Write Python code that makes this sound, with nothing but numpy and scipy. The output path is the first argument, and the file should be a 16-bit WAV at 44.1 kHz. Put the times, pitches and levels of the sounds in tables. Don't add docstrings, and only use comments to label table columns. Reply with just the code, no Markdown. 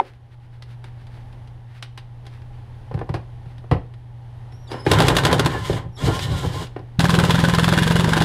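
import sys
import numpy as np
from scipy import signal
from scipy.fft import rfft, irfft
from scipy.io import wavfile
from scipy.ndimage import uniform_filter1d

SR = 44100
rng = np.random.default_rng(int(sys.argv[2]) if len(sys.argv) > 2 else 0)


def file_out(sig):
    cols = np.atleast_2d(sig).T
    lim = np.clip(cols, -1, 1)
    pcm = np.round(lim * 32767).astype(np.int16)
    wavfile.write(sys.argv[1], SR, pcm)


N = 363384
T = np.arange(N) / SR

# (time [s], blow level [dB], rebound level [dB])
BLOWS = [(4.9147, -7, -20.5), (5.002, -13, -18.5), (5.0823, -9.5, -23), (5.1662, -8.5, -19),
         (5.2502, -10, -21), (5.327, -12.5, -26), (5.3941, -11.5, -53), (5.459, -14, -34),
         (6.993, -16, -17.5), (7.042, -20, -24), (7.0935, -20, -20.5), (7.14, -19.5, -19.5),
         (7.1871, -17.5, -21), (7.2372, -18.5, -21), (7.2953, -23, -16), (7.3439, -22, -23),
         (7.3896, -23, -23), (7.438, -20.5, -23), (7.4843, -20.5, -24), (7.5364, -20.5, -19),
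         (7.5839, -18.5, -22.5), (7.6318, -22, -18), (7.6788, -19, -20), (7.7244, -19, -20.5),
         (7.7757, -18.5, -19), (7.822, -21, -20), (7.8659, -27, -21), (7.9081, -21.5, -24),
         (7.9557, -20, -22), (7.9956, -20.5, -24), (8.0427, -20, -34), (8.0807, -33, -23),
         (8.1235, -29, -19.5), (8.1669, -21, -21.5), (8.2106, -25, -20.5)]
# (from time [s], clank over the crack [dB], thud level [dB], rocking level [dB],
# rattle level before the next blow [dB], fall of the rattle [dB/s])
BOLTS = [(4.9, -2.5, -11, -15.5, -19, 21), (6.9, 10.5, -16.5, -11, -35.5, -4.5)]
# (frequency [Hz], density [dB per Hz])
BLOW_COLOUR = [(150, -33), (250, -2), (468, 0.5), (662, -5.5), (1040, -1.5), (1200, -5.5), (1530, -2),
               (2200, -15.5), (3400, -12), (5930, -26), (10200, -28.5), (14200, -40), (16000, -50)]
# (frequency [Hz], level [dB], t60 [s])
STEEL_MODES = [(850, 0, .03), (1055, 0, .03), (1510, 3, .03), (1860, -2, .03), (2910, 0, .02),
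               (3290, 2, .02), (4120, 0, .015), (4700, 0, .015), (5450, 3, .008), (6500, 3, .008),
               (8200, 5, .005), (10100, 6, .004)]
# (frequency [Hz], level [dB], t60 [s])
ROCKING_MODES = [(126, -3.5, .15), (170, .5, .14), (190, -.5, .13)]
# (start [s], trigger off [s], whirr level [dB], clank level [dB], thud level [dB],
# bench shake level [dB], spin-up [dB/s], coast [dB/s], easing of treble [dB/s], easing of bass [dB/s],
# shaft tone level [dB])
RUNS = [(4.665, 4.74, -39.5, -37.5, -32.5, -52, 500, 183, 2, -9, -80),
        (4.851, 5.44, -28.5, -22.5, -20.5, -14.5, 406, 500, 15.5, 8, -72),
        (5.472, 5.775, -35.5, -34, -34.5, -25, 905, 420, -1, 6, -39),
        (5.965, 6.628, -29.5, -34.5, -30, -23, 497, 330, 11, 6.5, -35.5),
        (7, 8.3, -35, -29.5, -28, -29, 899, 399, 0.1, 3, -80)]
# (time [s], thud level [dB], bench shake level [dB])
LURCHES = [(5.48, -37, -23), (5.77, -44, -39), (5.85, -41.5, -27.5), (6.035, -40, -12),
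           (6.085, -27.5, -15.5), (6.31, -41, -18), (6.446, -26, -18.5), (6.568, -44, -37)]
# (frequency [Hz], density [dB per Hz])
GEAR_COLOUR = [(150, -30.5), (250, -5), (414, -1.5), (651, -9), (1060, -3), (1160, -11.5), (1420, -9.5),
               (2240, -13), (2600, -22), (2960, -11), (5800, -24.5), (8400, -26.5), (11000, -32.5),
               (14200, -38.5), (16000, -53.5)]
# (multiple of the shaft rate [1], level [dB])
SHAFT_ORDERS = [(3, 3), (4, -2), (5, -4), (6, -13), (8, -14), (10, -17)]
# (start [s], end [s], # start
# pitch [Hz], middle pitch [Hz],
WHINES = [(4.518, 4.683, 5380, 5800, 5340, -59), (4.673, 4.695, 3800, 3580, 3440, -47),
          (4.679, 4.743, 4540, 4800, 5270, -45), (4.747, 4.865, 5160, 5230, 5100, -47.5),
          (5.927, 5.97, 5700, 5540, 5500, -55.5), (5.966, 5.99, 3650, 3830, 3940, -42)]
# (time [s],
# level [dB], brightness [dB per band], bench level [dB])
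KNOCKS = [(0.0088, -34.5, -10.5, -50), (0.6222, -43.5, 6, -62), (0.841, -39.5, 1, -58),
          (1.068, -49, 3.5, -62), (1.172, -50, -13, -49), (1.3261, -55, 6, -64), (1.474, -54, 6, -60),
          (1.8245, -35, 6.5, -56), (1.9752, -37.5, 4.5, -52), (2.2526, -45, -3, -51.5),
          (2.2652, -41.5, 3, -54), (2.418, -48, -4, -56), (2.9117, -36.5, -15, -32),
          (2.9403, -35.5, -4.5, -19), (2.974, -39, -13, -47), (2.99, -36.5, -5.5, -36),
          (3.012, -35.5, -16.5, -34), (3.091, -31.5, -8.5, -19.5), (3.1399, -23, -6.5, -23),
          (3.4565, -48.5, -4, -36), (3.5808, -49, 3, -42), (3.64, -48.5, -16, -46),
          (3.7122, -16.5, -11, -9.5), (3.9377, -47, -1, -64), (4.523, -48, 0, -62), (4.7153, -29.5, 0, -40),
          (4.7406, -40, -18, -33), (4.8635, -15.5, -7.5, -17.5), (5.546, -33, -11, -25),
          (5.6955, -29, -16, -17), (5.7289, -27, -2, -19.5), (6.191, -31.5, 8, -47), (6.6682, -50, 11, -60),
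          (6.762, -32.5, -12, -40), (6.7903, -43, -6.5, -41.5)]
# (frequency [Hz], density [dB per Hz])
BUMP_COLOUR = [(150, -26), (250, -6.5), (380, -0.5), (640, -11.5), (802, -5.5), (1220, -15.5), (1910, -19),
               (4730, -28.5), (7000, -45), (10000, -41), (11700, -50), (16000, -70.5)]
# (frequency [Hz], level [dB], t60 [s])
BENCH_MODES = [(45, -9, 0.24), (71.4, -2.5, 0.19), (99.5, 3, 0.24), (131, 7, 0.13), (175.6, 0.5, 0.13),
               (245, 0.5, 0.023), (315, -11.5, 0.11), (375.3, -10.5, 0.16), (485, -12.5, 0.041),
               (573.4, -13, 0.14), (782, -14, 0.13)]
# (frequency [Hz], level [dB], t60 [s])
LATCH_MODES = [(759, -2, .03), (931, 5, .017), (560, -26, .12), (2070, -12, .012), (3600, -20, .01)]
# (middle [s], length [s], level [dB])
GLOVES = [(0.066, .24, -53.5), (.33, 0.052, -60), (0.443, 0.092, -59.5), (.55, 0.089, -57),
          (0.71, 0.1, -51), (0.874, 0.094, -50), (1, 0.13, -51.5), (1.168, 0.16, -47.5), (1.75, 0.14, -50),
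          (2.325, 0.18, -54), (2.562, 0.092, -56), (2.8, .4, -68), (3.48, 0.11, -63)]
# (frequency [Hz], density [dB per Hz])
CLOTH_COLOUR = [(200, -20), (800, 1), (1800, 5), (4500, -5), (7000, -19.5), (10000, -17), (16000, -32)]
# (frequency [Hz], density [dB per Hz])
ROOM_COLOUR = [(12, -55), (20, -2), (68, -7), (102, -2), (128, -10.5), (172, -19), (472, -26.5),
               (720, -27.5), (810, -20.5), (900, -26), (1260, -35.5), (1860, -35), (2400, -41.5),
               (3100, -40), (7500, -58), (10000, -54.5), (13900, -66), (16000, -86)]
# (time [s], level [dB])
FADE_UP = [(0, -7), (.13, 1), (.36, 3), (.75, 8)]
# (clank [dB], thud [dB], rocking [dB], rattle [dB])
SCATTER_DB = (2.5, 1.05, 1.37, 3.6)

REBOUND_SHARE, RATTLE_SHARE = 0.211, 0.82
CRACK_TILT = 1.16
SCUFF_T60_S, SCUFF_S_PER_DB = 0.09, 0.0019
SPIN_FROM_DB = -25.5
SHAFT_HZ, SHAFT_SAG_HZ_PER_DB = 352, 2
LURCH_S = 0.013
OCTAVE_DB = -12
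HUM_HZ, HUM_DB = 120, -42
ROOM_DB, RUSTLE_DB = -45.5, -69.5
SHOP_T60_S, SHOP_DB = 0.3, -15
SPLIT_HZ, TOP_HZ = (900, 2750), 15600


def hammer_blows():
    lines, kick = np.zeros((3, N)), np.zeros(N)
    gaps = np.diff(np.transpose(BLOWS)[0])
    last = np.append(gaps > 0.2, False)
    gaps = np.append(np.where(last[:-1], np.roll(gaps, 1), gaps), gaps[-1])
    chance = rng.standard_normal((len(BLOWS), 5))
    for (s, crack_db, rebound_db), gap, stops, luck in zip(BLOWS, gaps, last, chance):
        since, *bolt, fall = [row for row in BOLTS if row[0] < s][-1]
        over_db, thud_db, rock_db, rattle_db = bolt + luck[:4] * SCATTER_DB
        rattle_db -= fall * (s - since)
        add(lines[0], s, chatter(crack_db, 0.051, 0.53))
        add(lines[1], s, chatter(crack_db + over_db, 0.029, -13.0))
        add(lines[2], s, chatter(thud_db, 0.1, 0.95))
        twist = undb(rock_db) * push(3.1)
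        add(kick, s - 0.006, -twist)
        add(kick, s - 0.003, twist)
        returns = [(REBOUND_SHARE, rebound_db)]
        if not stops:
            returns.append((RATTLE_SHARE, rattle_db))
        for share, db in returns:
            clank_db = db + 7.5 + SCATTER_DB[0] * luck[-1]
            add(lines[0], s + share * gap, chatter(db, 0.095, 0.47))
            add(lines[1], s + share * gap, chatter(clank_db, 0.047, -5.5))
    return lines, kick


def motor():
    lines, tones = np.zeros((4, N)), 0
    for start, off, *dbs, rise, coast, treble_ease, bass_ease, tone_db in RUNS:
        spin_up_db = np.minimum(SPIN_FROM_DB + rise * (T - start), 0)
        lag_db = spin_up_db - coast * np.maximum(T - off, 0)
        eases = (treble_ease, treble_ease, bass_ease, bass_ease)
        ease_db = np.outer(eases, np.maximum(T - start, 0))
        running = undb(lag_db) * (T > start)
        lines += undb(np.array(dbs)[:, None] - ease_db) * running
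        if tone_db > -60:
            hz = SHAFT_HZ + SHAFT_SAG_HZ_PER_DB * np.maximum(lag_db, -40)
            tones = tones + shaft(hz, running * undb(tone_db - ease_db[0]))
    for s, *dbs in LURCHES:
        lines[2:] += undb(np.array(dbs))[:, None] * hump(s, LURCH_S)
    throb_db = np.array([2.4 * walk(40), 3.2 * walk(30), 3.9 * walk(30), 1.0 * walk(30)])
    whirr_and_shake = lines * undb(throb_db)
    return whirr_and_shake[:3], whirr_and_shake[3], tones


def shaft(hz, loudness):
    turn = 2 * np.pi * np.cumsum(hz * (1 + 0.016 * walk(40) + 0.021 * walk(7.2))) / SR
    return loudness * sum(undb(db + 5.4 * walk(22)) * np.sin(k * turn) for k, db in SHAFT_ORDERS)


def trigger_whine():
    out = 0
    for start, end, *path_hz, db in WHINES:
        gate = uniform_filter1d(1.0 * ((T > start) & (T < end)), size=200)
        hz = np.interp(T, (start, (start + end) / 2, end), path_hz)
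        phase = 2 * np.pi * np.cumsum(hz * (1 + 0.016 * walk(300))) / SR
        tone = np.sin(phase) + undb(OCTAVE_DB) * np.sin(2 * phase)
        out = out + gate * np.sqrt(2) * undb(db + 4.2 * walk(55)) * tone
    return out


def tool_knocks():
    lines, force = np.zeros((3, N)), np.zeros(N)
    for s, db, bright_db, bench_db in KNOCKS:
        scuff_t60 = SCUFF_T60_S + SCUFF_S_PER_DB * (db + 35)
        for line, side in zip(lines, (CRACK_TILT, 0, -1)):
            add(line, s, chatter(db + side * bright_db, scuff_t60, -2.23))
        add(force, s, undb(bench_db) * push(0.33))
    return lines, force


def bench_and_part(force, shake, kick):
    shaking = rng.standard_normal(N)
    shaken = ring(shaking * shake, BENCH_MODES) / np.std(ring(shaking, BENCH_MODES))
    return ring(force, BENCH_MODES) + shaken + ring(kick, ROCKING_MODES, facing=0.9)


def battery_latch():
    snap = np.zeros(N)
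    snap[0] = 1
    return ring(snap, LATCH_MODES)


def glove_rustle():
    brushing = undb(RUSTLE_DB) + sum(undb(db) * hump(s, length / 4) for s, length, db in GLOVES)
    grains = rng.standard_normal(N) * undb(2.2 * walk(36) + 2.8 * rng.exponential(size=N))
    return unit(colour(grains, CLOTH_COLOUR)) * brushing


def shop_echo(dry):
    t = T[:SR // 2]
    dull = signal.lfilter([1], [1, -0.6], rng.standard_normal(len(t)))
    echoes = dull * undb(-60 * t / SHOP_T60_S) * (t > 0.004)
    return undb(SHOP_DB) * signal.fftconvolve(dry, echoes / np.linalg.norm(echoes))[:N]


def hum_and_room():
    hum = undb(HUM_DB + 0.27 * walk(4.1)) * np.sqrt(2) * np.sin(2 * np.pi * HUM_HZ * T)
    air = unit(colour(rng.standard_normal(N), ROOM_COLOUR)) * undb(ROOM_DB + 1.4 * walk(3.29))
    return (hum + air) * undb(np.interp(T, *np.transpose(FADE_UP)))


def gritty(lines, points, modes):
    out = 0
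    bands = ((SPLIT_HZ[1], "high"), (SPLIT_HZ, "band"), (SPLIT_HZ[0], "low"))
    for loudness, (hz, kind) in zip(lines, bands):
        sos = signal.butter(2, hz, kind, fs=SR, output="sos")
        grit = rng.standard_normal(N) * undb(1.77 * rng.exponential(size=N))
        plain = np.std(signal.sosfilt(sos, colour(grit, points)))
        noise = signal.sosfilt(sos, colour(grit * loudness, points)) / plain
        near = [m for m in modes if kind == ("low", "band", "high")[np.searchsorted(SPLIT_HZ, m[0])]]
        out = out + noise + undb(-51.5) * ring(noise, near, wander_db=6.5)
    return out


def chatter(db, t60, tail_db):
    t = T[:SR // 3]
    rise = 1 - np.exp(-t / 0.00089)
    fall = 1.066 * undb(-60 * t / 0.017)
    scuff = undb(tail_db - 60 * t / max(t60, 0.02))
    return undb(db) * rise * (fall + scuff)


def push(ms):
    force = np.sin(np.pi * np.arange(0, 1, 1000 / (ms * SR)))
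    return force / force.sum()


def ring(x, modes, wander_db=0.0, facing=-1):
    out = 0
    for k, (hz, db, t60) in enumerate(modes):
        pole = np.exp(2j * np.pi * hz / SR - np.log(1000) / (max(t60, 0.003) * SR))
        strength = undb(db + (wander_db * walk(20) if wander_db else 0))
        out = out + facing ** k * strength * signal.lfilter([1], [1, -pole], x).imag
    return out


def colour(x, points):
    hz, db = np.transpose(points)
    grid_hz = np.linspace(1, SR / 2, 4097)
    log_gain = np.interp(np.log(grid_hz), np.log(hz), db) * np.log(10) / 20
    cep = irfft(log_gain)
    cep[1:4096] *= 2
    cep[4097:] = 0
    return signal.fftconvolve(x, irfft(np.exp(rfft(cep))))[:N]


def walk(rate):
    k = int(SR / rate)
    steps = np.repeat(rng.standard_normal(N // k + 1), k)
    return 1.5 * uniform_filter1d(uniform_filter1d(steps, k), k)[:N]


def hump(s, width):
    return np.exp(-0.5 * np.minimum(((T - s) / width) ** 2, 100))


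def add(line, s, shape):
    i = min(max(int(s * SR), 0), N)
    line[i:i + len(shape)] += shape[:N - i]


def undb(db):
    return np.exp(np.asarray(db) * (np.log(10) / 20))


def unit(x):
    return x / np.sqrt(np.mean(x ** 2))


def scene():
    blows, kick = hammer_blows()
    whirr, shake, tones = motor()
    knocks, force = tool_knocks()
    driver = gritty(blows, BLOW_COLOUR, STEEL_MODES) + gritty(whirr, GEAR_COLOUR, STEEL_MODES)
    driver = driver + tones + trigger_whine()
    dry = driver + gritty(knocks, BUMP_COLOUR, STEEL_MODES) + bench_and_part(force, shake, kick)
    return (dry + shop_echo(dry) + battery_latch() + glove_rustle() + hum_and_room())[None]


def record(dry):
    rounded = np.tanh(0.64 * dry) / 1.054
    return signal.sosfilt(signal.ellip(8, 0.2, 70, TOP_HZ, fs=SR, output="sos"), rounded)


dry = scene()
out = record(dry)
file_out(out)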